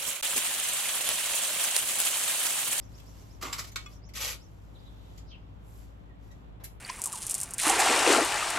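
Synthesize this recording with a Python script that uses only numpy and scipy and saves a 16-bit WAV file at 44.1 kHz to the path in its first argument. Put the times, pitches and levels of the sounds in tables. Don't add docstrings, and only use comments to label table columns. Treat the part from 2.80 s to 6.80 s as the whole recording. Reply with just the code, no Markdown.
import sys
import numpy as np
from scipy import signal
from scipy.fft import rfft, irfft
from scipy.io import wavfile
from scipy.ndimage import uniform_filter1d

SR = 44100
rng = np.random.default_rng(int(sys.argv[2]) if len(sys.argv) > 2 else 0)


def inscribe(sig):
    pcm = np.round(np.clip(np.atleast_2d(sig).T, -1, 1) * 32767)
    wavfile.write(sys.argv[1], SR, pcm.astype(np.int16))


N = 176400
T = np.arange(N) / SR
LEFT_RIGHT = np.array([[1], [-1]])

# pitch in Hz, relative level in dB, seconds to fade by 60 dB.
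POT_TONES = [(1089, -2, 0.23), (1126, -7.5, 0.14), (1183, -0.5, 0.069), (1260, 3, 0.19), (1437, -0.5, 0.16),
             (1855, 4.5, 0.085), (1987, 2.5, 0.12), (2170, 2, 0.13), (2250, 5.5, 0.21), (3062, -3, 0.28),
             (3484, -3, 0.25), (3960, 2.5, 0.12), (4900, 9.5, 0.037), (6061, -13, 0.16),
             (7470, 17.5, 0.043), (12100, 5, 0.12)]


def undb(db):
    return 10 ** (np.asarray(db) / 20)


def unit(x):
    return x / np.sqrt(np.mean(x ** 2))


def curve(rows):
    return undb(np.interp(T, *np.array(rows).T))


def response(points, size):
    hz, db = np.array(points).T
    log_hz = np.log(np.fft.rfftfreq(size, 1 / SR) + 1e-3)
    return undb(np.interp(log_hz, np.log(hz), db))


def colour(x, points):
    cepstrum = irfft(np.log(unit(response(points, N))))
    cepstrum[1:N // 2] *= 2
    cepstrum[N // 2 + 1:] = 0
    impulse = irfft(np.exp(rfft(cepstrum)))[:N // 20]
    return signal.fftconvolve(x, impulse)[:N]


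def walk(per_s):
    span = max(int(SR / per_s), 2)
    steps = rng.standard_normal(N)[np.arange(N) // span]
    return unit(uniform_filter1d(uniform_filter1d(steps, span), span))


def grit(per_s, scatter_db):
    size = undb(scatter_db * np.minimum(rng.exponential(size=N), 3))
    strikes = rng.random(N) < per_s / SR
    return unit(strikes * size * rng.choice([-1, 1], N))


def burst(start, attack, hold, release):
    return np.clip((T - start) / attack, 0, 1) * np.exp(-np.maximum(T - start - hold, 0) / release)


def swell(start, length):
    return np.sin(np.pi * np.clip((T - start) / length, 0, 1))


def fade(t, seconds):
    return np.exp(-np.log(1000) * t / seconds)


def tap(start):
    return 1. * (np.arange(N) == int(start * SR))


def blows(rows, crunch_s):
    force = sum(undb(db) * burst(start, 0.000088, 0, crunch_s) for start, db in rows)
    return force * rng.choice([-1, 1], N)


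def ring(x, tones):
    t = T[:N // 8]
    body = 0
    for hz, db, fade_s in tones:
        phase = rng.uniform(0, 2 * np.pi) + 0.48 * rng.choice([-1, 1]) * LEFT_RIGHT
        body = body + undb(db) * fade(t, fade_s) * np.sin(2 * np.pi * hz * t + phase)
    return signal.fftconvolve(x[None], body / np.linalg.norm(body[0]), axes=1)[:, :N]


def porch(x, echo_db):
    dull_above_hz, build_up_s = 5470, 0.0026
    t = T[:N // 8]
    early, late = rng.standard_normal((2, 2, len(t)))
    smoothing = np.exp(-2 * np.pi * dull_above_hz / SR)
    late = undb(-7) * signal.lfilter([1 - smoothing], [1, -smoothing], late)
    walls = early * fade(t, seconds=0.08) + late * fade(t, seconds=0.26)
    walls *= np.minimum(t / build_up_s, 1)
    walls /= np.linalg.norm(walls, axis=1, keepdims=True)
    echoes = signal.fftconvolve(x[None], walls, axes=1)[:, :N]
    return (x + undb(echo_db) * echoes) / np.hypot(1, undb(echo_db))


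def yard(x):
    t = T[:N // 6]
    echoes = rng.standard_normal((2, len(t))) * fade(t, seconds=0.99)
    return signal.fftconvolve(x[None], echoes / np.linalg.norm(echoes[0]), axes=1)[:, :N]


def outdoors():
    # frequency in Hz, relative level in dB.
    air_colour = [(20, -29), (32, -4.5), (48, -1.5), (72, -1), (105, 1.5), (140, -4.5), (250, -10),
                  (500, -17.5), (1000, -22.5), (1800, -31.5), (3500, -36), (6000, -56.5), (11000, -57),
                  (15500, -77)]
    # pitch in Hz, level in dB midway between the ears.
    hum_tones = [(55.2, -50.5), (93.8, -61), (107, -58), (163, -64.5), (186, -68.5), (281, -69.5)]
    air = np.array([unit(irfft(rfft(rng.standard_normal(N)) * response(air_colour, N))) for _ in range(2)])
    middle, side = undb(-53.5) * air * undb(.5 * walk(5.38))
    hum = 0
    for hz, db in hum_tones:
        strength = np.sqrt(2) * undb(db + walk(8.8))
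        hum = hum + strength * np.sin(2 * np.pi * hz * (T + 0.00059 * walk(5)))
    return middle + side * LEFT_RIGHT + hum * undb(1.24 * LEFT_RIGHT)


def whistle(hz, gain, rasp):
    pitch = hz * (1 + rasp * walk(2500))
    return np.sqrt(2) * gain * np.sin(2 * np.pi * np.cumsum(pitch) / SR)


def birdsong():
    # start in seconds, level in dB.
    notes = [(.003, -67.5), (.125, -65.5), (0.251, -67), (0.367, -69.5), (0.487, -67), (.99, -80),
             (1.104, -66), (1.219, -65.5), (1.594, -66)]
    # seconds from its start, pitch in Hz, added level in dB.
    note_shape = [(0, 4400, -5), (.012, 4850, -3), (.023, 5300, 4.5), (.034, 5800, -1.5), (0.037, 6800, -3),
                  (.048, 6270, 1), (.062, 5480, -2), (.075, 5130, -11)]
    times, hz, db = np.array(note_shape).T
    song = 0
    for start, level in notes:
        sounding = (T > start) * (T < start + times[-1])
        gain = undb(level + np.interp(T - start, times, db)) * sounding
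        song = song + whistle(np.interp(T - start, times, hz), gain, rasp=0.0175)
    return porch(song, echo_db=3.5)


def chirps():
    # start and length in seconds, first and last pitch in Hz, level in dB,
    # rasp as a share of the pitch, share of the power that the yard scatters.
    calls = [(1.94, 0.04, 4120, 3250, -59.5, 0.074, 0.7), (1.981, 0.026, 4330, 4800, -67, .06, 0.4),
             (2.047, 0.05, 3984, 3310, -61, .07, 0.26), (2.085, 0.26, 3500, 3550, -69.5, 0.17, 0.9),
             (2.46, 0.077, 4950, 4510, -62.5, 0.13, 0.08), (2.503, 0.0396, 3360, 2980, -53, 0.067, 0.01),
             (2.524, 0.041, 2920, 2680, -56, 0.09, 0.06), (3.273, 0.056, 2033, 1770, -67, 0.021, 0.3)]
    near = far = 0
    for start, length, first, last, db, rasp, scattered in calls:
        pitch = np.interp(T, [start, start + length], [first, last])
        call = whistle(pitch, undb(db) * swell(start, length), rasp)
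        near = near + np.sqrt(1 - scattered) * call
        far = far + np.sqrt(scattered) * call
    return porch(near, echo_db=4.5) + yard(far)


def leaves():
    # time in seconds, level in dB.
    rustle = [(0, -66.5), (.19, -62), (.4, -58), (.55, -64.5), (.85, -75), (1.15, -59), (1.23, -85),
              (1.6, -71), (1.7, -69), (2.2, -68.5), (2.38, -64.5), (2.5, -80), (2.8, -75.5), (2.92, -67.5),
              (3.03, -62), (3.13, -74), (3.37, -80.5), (3.44, -67.5), (3.52, -69.5), (3.62, -74.5),
              (4, -100)]
    # start and length in seconds, level in dB.
    swishes = [(2.814, 0.27, -65)]
    # frequency in Hz, relative level in dB.
    crackle_colour = [(400, 8.5), (1500, -2.5), (4000, -1.5), (7000, -0.5), (12000, -5), (15500, -3.5)]
    swish_colour = [(2000, -22), (5000, -15), (8000, 3), (12000, 0), (15500, -10)]
    crackle = colour(curve(rustle) * grit(per_s=2500, scatter_db=3.5), crackle_colour)
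    brush = sum(undb(db) * swell(start, length) for start, length, db in swishes)
    swish = colour(brush * grit(per_s=6700, scatter_db=5), swish_colour)
    return porch(crackle + swish, echo_db=-3.0)


def squeak():
    # start and length in seconds, pitch in Hz, level in dB.
    twists = [(3.506, 0.012, 1955, -55.5)]
    rubber = 0
    for start, length, hz, db in twists:
        phase = 2 * np.pi * np.cumsum(hz * (1 + 0.0232 * walk(1200))) / SR
        tone = np.sin(phase) + undb(-4) * np.sin(2 * phase)
        rubber = rubber + undb(db) * swell(start, length) * tone
    return porch(rubber, echo_db=4.0)


def sandal():
    # start in seconds, level in dB.
    steps = [(3.798, -55)]
    slaps = [(3.836, -35)]
    # frequency in Hz, relative level in dB.
    step_colour = [(120, -29), (330, 1.5), (700, -1), (1500, -9.5), (3000, -14), (8000, -30)]
    slap_colour = [(150, -7), (600, -24), (1800, -0.5), (4500, -4), (8000, -0.5), (11500, 6), (15500, 3)]
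    tread = sum(undb(db) * burst(start, 0.0036, hold=0.0043, release=0.05) for start, db in steps)
    smack = sum(undb(db) * burst(start, 0.0044, hold=0.0068, release=0.011) for start, db in slaps)
    sole = grit(per_s=7400, scatter_db=3.0)
    return porch(colour(tread * sole, step_colour) + colour(smack * sole, slap_colour), echo_db=4.0)


def ticks():
    # start in seconds, relative level in dB.
    snaps = [(.178, -48.5), (.197, -46.5), (.9176, -41.5), (1.061, -52), (1.289, -48.5), (1.337, -40),
             (1.352, -35), (1.408, -44), (2.377, -45.5), (2.388, -53.5), (3.513, -54)]
    # frequency in Hz, relative level in dB.
    tick_colour = [(300, 2), (1000, -33), (2000, 5.5), (6000, 7.5), (10000, -3), (15500, 5)]
    crunch = colour(blows(snaps, crunch_s=0.0019), tick_colour)
    return porch(undb(4.5) * crunch, echo_db=9.5)


def clink():
    # time in seconds, strength of the touch in dB.
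    touches = [(1.0615, -17)]
    # pitch in Hz, relative level in dB, seconds to fade by 60 dB.
    neighbour_tones = [(1180, -2, .15), (1470, -9, .07), (2150, -7, .11), (2185, -14, .16), (2525, -2, .11),
                       (2923, -12, .13), (3391, -2, .09), (3440, -5, .07), (5600, -3, .045),
                       (7130, 1, .045)]
    return ring(sum(undb(db) * tap(start) for start, db in touches), neighbour_tones)


def scuffs():
    # start, hold and release in seconds, then the levels of grit, judder and hiss in dB.
    nudges = [(0.61, 0.027, 0.0054, -47, -81, -44), (0.6232, 0.012, 0.014, -43, -43, -41.5),
              (0.642, 0.013, 0.069, -40, -47.5, -74), (0.7247, 0.0075, 0.03, -43, -80, -35),
              (0.781, 0.016, 0.02, -45.5, -57, -34.5), (0.838, 0.0087, 0.022, -68, -61.5, -48),
              (0.87, 0.026, 0.0052, -75.5, -70, -51)]
    # frequency in Hz, relative level in dB.
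    scrape_colour = [(200, -5.5), (700, -5), (950, 2), (1170, 13.5), (1650, -3.5), (2050, 4), (4800, -5),
                     (7500, -4.5), (10000, -8), (15500, -18)]
    judder_colour = [(100, -33), (170, -9.5), (258, 10), (340, 0), (500, 1.5), (775, 0), (1200, -10),
                     (2000, -53)]
    hiss_colour = [(1000, -5), (3000, -2.5), (4800, 6.5), (6000, 4), (7500, 3.5), (10000, 4), (12000, -5),
                   (15500, 7)]
    slip, push, sand = sum(undb(levels)[:, None] * burst(start, 0.004, hold, release)
                           for start, hold, release, *levels in nudges)
    grains = slip * grit(per_s=3400, scatter_db=4.0)
    judder = colour(push * grit(per_s=1200, scatter_db=1.5), judder_colour)
    hiss = colour(sand * grit(per_s=8400, scatter_db=3.5), hiss_colour)
    scrape = colour(grains, scrape_colour)
    return porch(scrape + judder + hiss, echo_db=-7.5) + undb(-14) * ring(grains, POT_TONES)


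def drag():
    # time in seconds, level in dB.
    pressure = [(1.33, -105), (1.338, -56), (1.349, -51), (1.354, -40.5), (1.38, -37.5), (1.393, -43),
                (1.406, -33.5), (1.445, -33), (1.488, -34.5), (1.525, -39), (1.56, -52.5), (1.59, -95)]
    # frequency in Hz, relative level in dB.
    scrape_colour = [(200, -44), (380, -19.5), (470, -5), (570, -2), (720, -13.5), (1000, -3.5), (1300, -2),
                     (1600, -8.5), (2200, -0.5), (6000, -2.5), (9000, -4), (12000, -4.5), (15500, -15.5)]
    # pitch in Hz, relative level in dB, seconds to fade by 60 dB.
    rim_tones = [(5500, 7, .06), (5990, 5, 0.064), (5940, -10.5, 0.0345), (7060, -22, 0.048)]
    slips_per_s, unevenness, slip_depth = 125, 0.2874, 0.38
    cycles = np.cumsum(slips_per_s * (1 + unevenness * walk(150))) / SR
    grip = unit(1 + slip_depth * np.cos(2 * np.pi * cycles))
    fine = grit(per_s=8300, scatter_db=0.5)
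    coarse = undb(-9) * grit(per_s=260, scatter_db=-1.5)
    grains = curve(pressure) * grip * unit(fine + coarse)
    scrape = porch(colour(grains, scrape_colour), echo_db=-4.5)
    return scrape + undb(-11) * ring(grains, POT_TONES) + undb(-13.5) * ring(grains, rim_tones)


def knocks():
    # start in seconds, relative crunch and ring levels in dB, favoured pitch in Hz.
    contacts = [(0.6243, -37, -17.5, 1190), (0.628, -44, -17, 5000), (0.654, -57, -24, 1200),
                (.729, -30.5, -8, 5020), (0.7914, -32.5, -16.5, 2400), (0.844, -43, -35, 1310),
                (0.8724, -48, -32, 4230), (0.9587, -25, -10, 1920), (1.354, -63, -26, 5000),
                (1.379, -56, -26, 3020)]
    # frequency in Hz, relative level in dB.
    crunch_colour = [(200, -18), (500, -7), (900, -19), (1150, -4), (2100, 0), (3500, -2), (5300, -2),
                     (8000, -7), (12000, -15.5), (15500, -13)]
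    reach_octaves = 0.82
    crunch = blows([row[:2] for row in contacts], crunch_s=0.0038)
    pot = porch(undb(2.0) * colour(crunch, crunch_colour), echo_db=3.0)
    hz, db, fade_s = np.array(POT_TONES).T
    for start, _, ring_db, favoured_hz in contacts:
        loss_db = 10 * np.log10(1 + (np.log2(hz / favoured_hz) / reach_octaves) ** 4)
        pot = pot + undb(ring_db) * ring(tap(start), zip(hz, db - loss_db, fade_s))
    return pot


def scene():
    pot = scuffs() + drag() + knocks()
    return pot + ticks() + clink() + sandal() + squeak() + leaves() + birdsong() + chirps() + outdoors()


def record(dry):
    # frequency in Hz, gain in dB of what differs between left and right.
    width = [(30, 9), (120, -6.5), (300, -3.5), (600, 3.5), (1200, 3), (2500, 1.5), (6500, 3.5), (8000, 4),
             (9000, -17.5), (10500, 1.5), (12000, -31), (13400, -4), (14500, -28)]
    # frequency in Hz, how far the left wave runs ahead of the right in radians.
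    left_lead = [(20, 0), (5800, 0), (7000, -1.2), (8000, -2.1), (8500, -3.1), (9700, -3.2), (10500, -4.3),
                 (11400, -6.2), (12600, -6.3), (13500, -7.8), (14000, -9.4), (16000, -9.4)]
    top_hz = 15800
    left, right = rfft(dry, 2 * N)
    pair = (left + right) / 2 + LEFT_RIGHT * response(width, 2 * N) * (left - right) / 2
    lead = np.interp(np.fft.rfftfreq(2 * N, 1 / SR), *np.array(left_lead).T)
    heard = irfft(pair * np.exp(1j * LEFT_RIGHT * lead / 2))[:, :N]
    return signal.sosfilt(signal.ellip(10, .2, 80, top_hz, fs=SR, output="sos"), heard)


dry = scene()
out = record(dry)
inscribe(out)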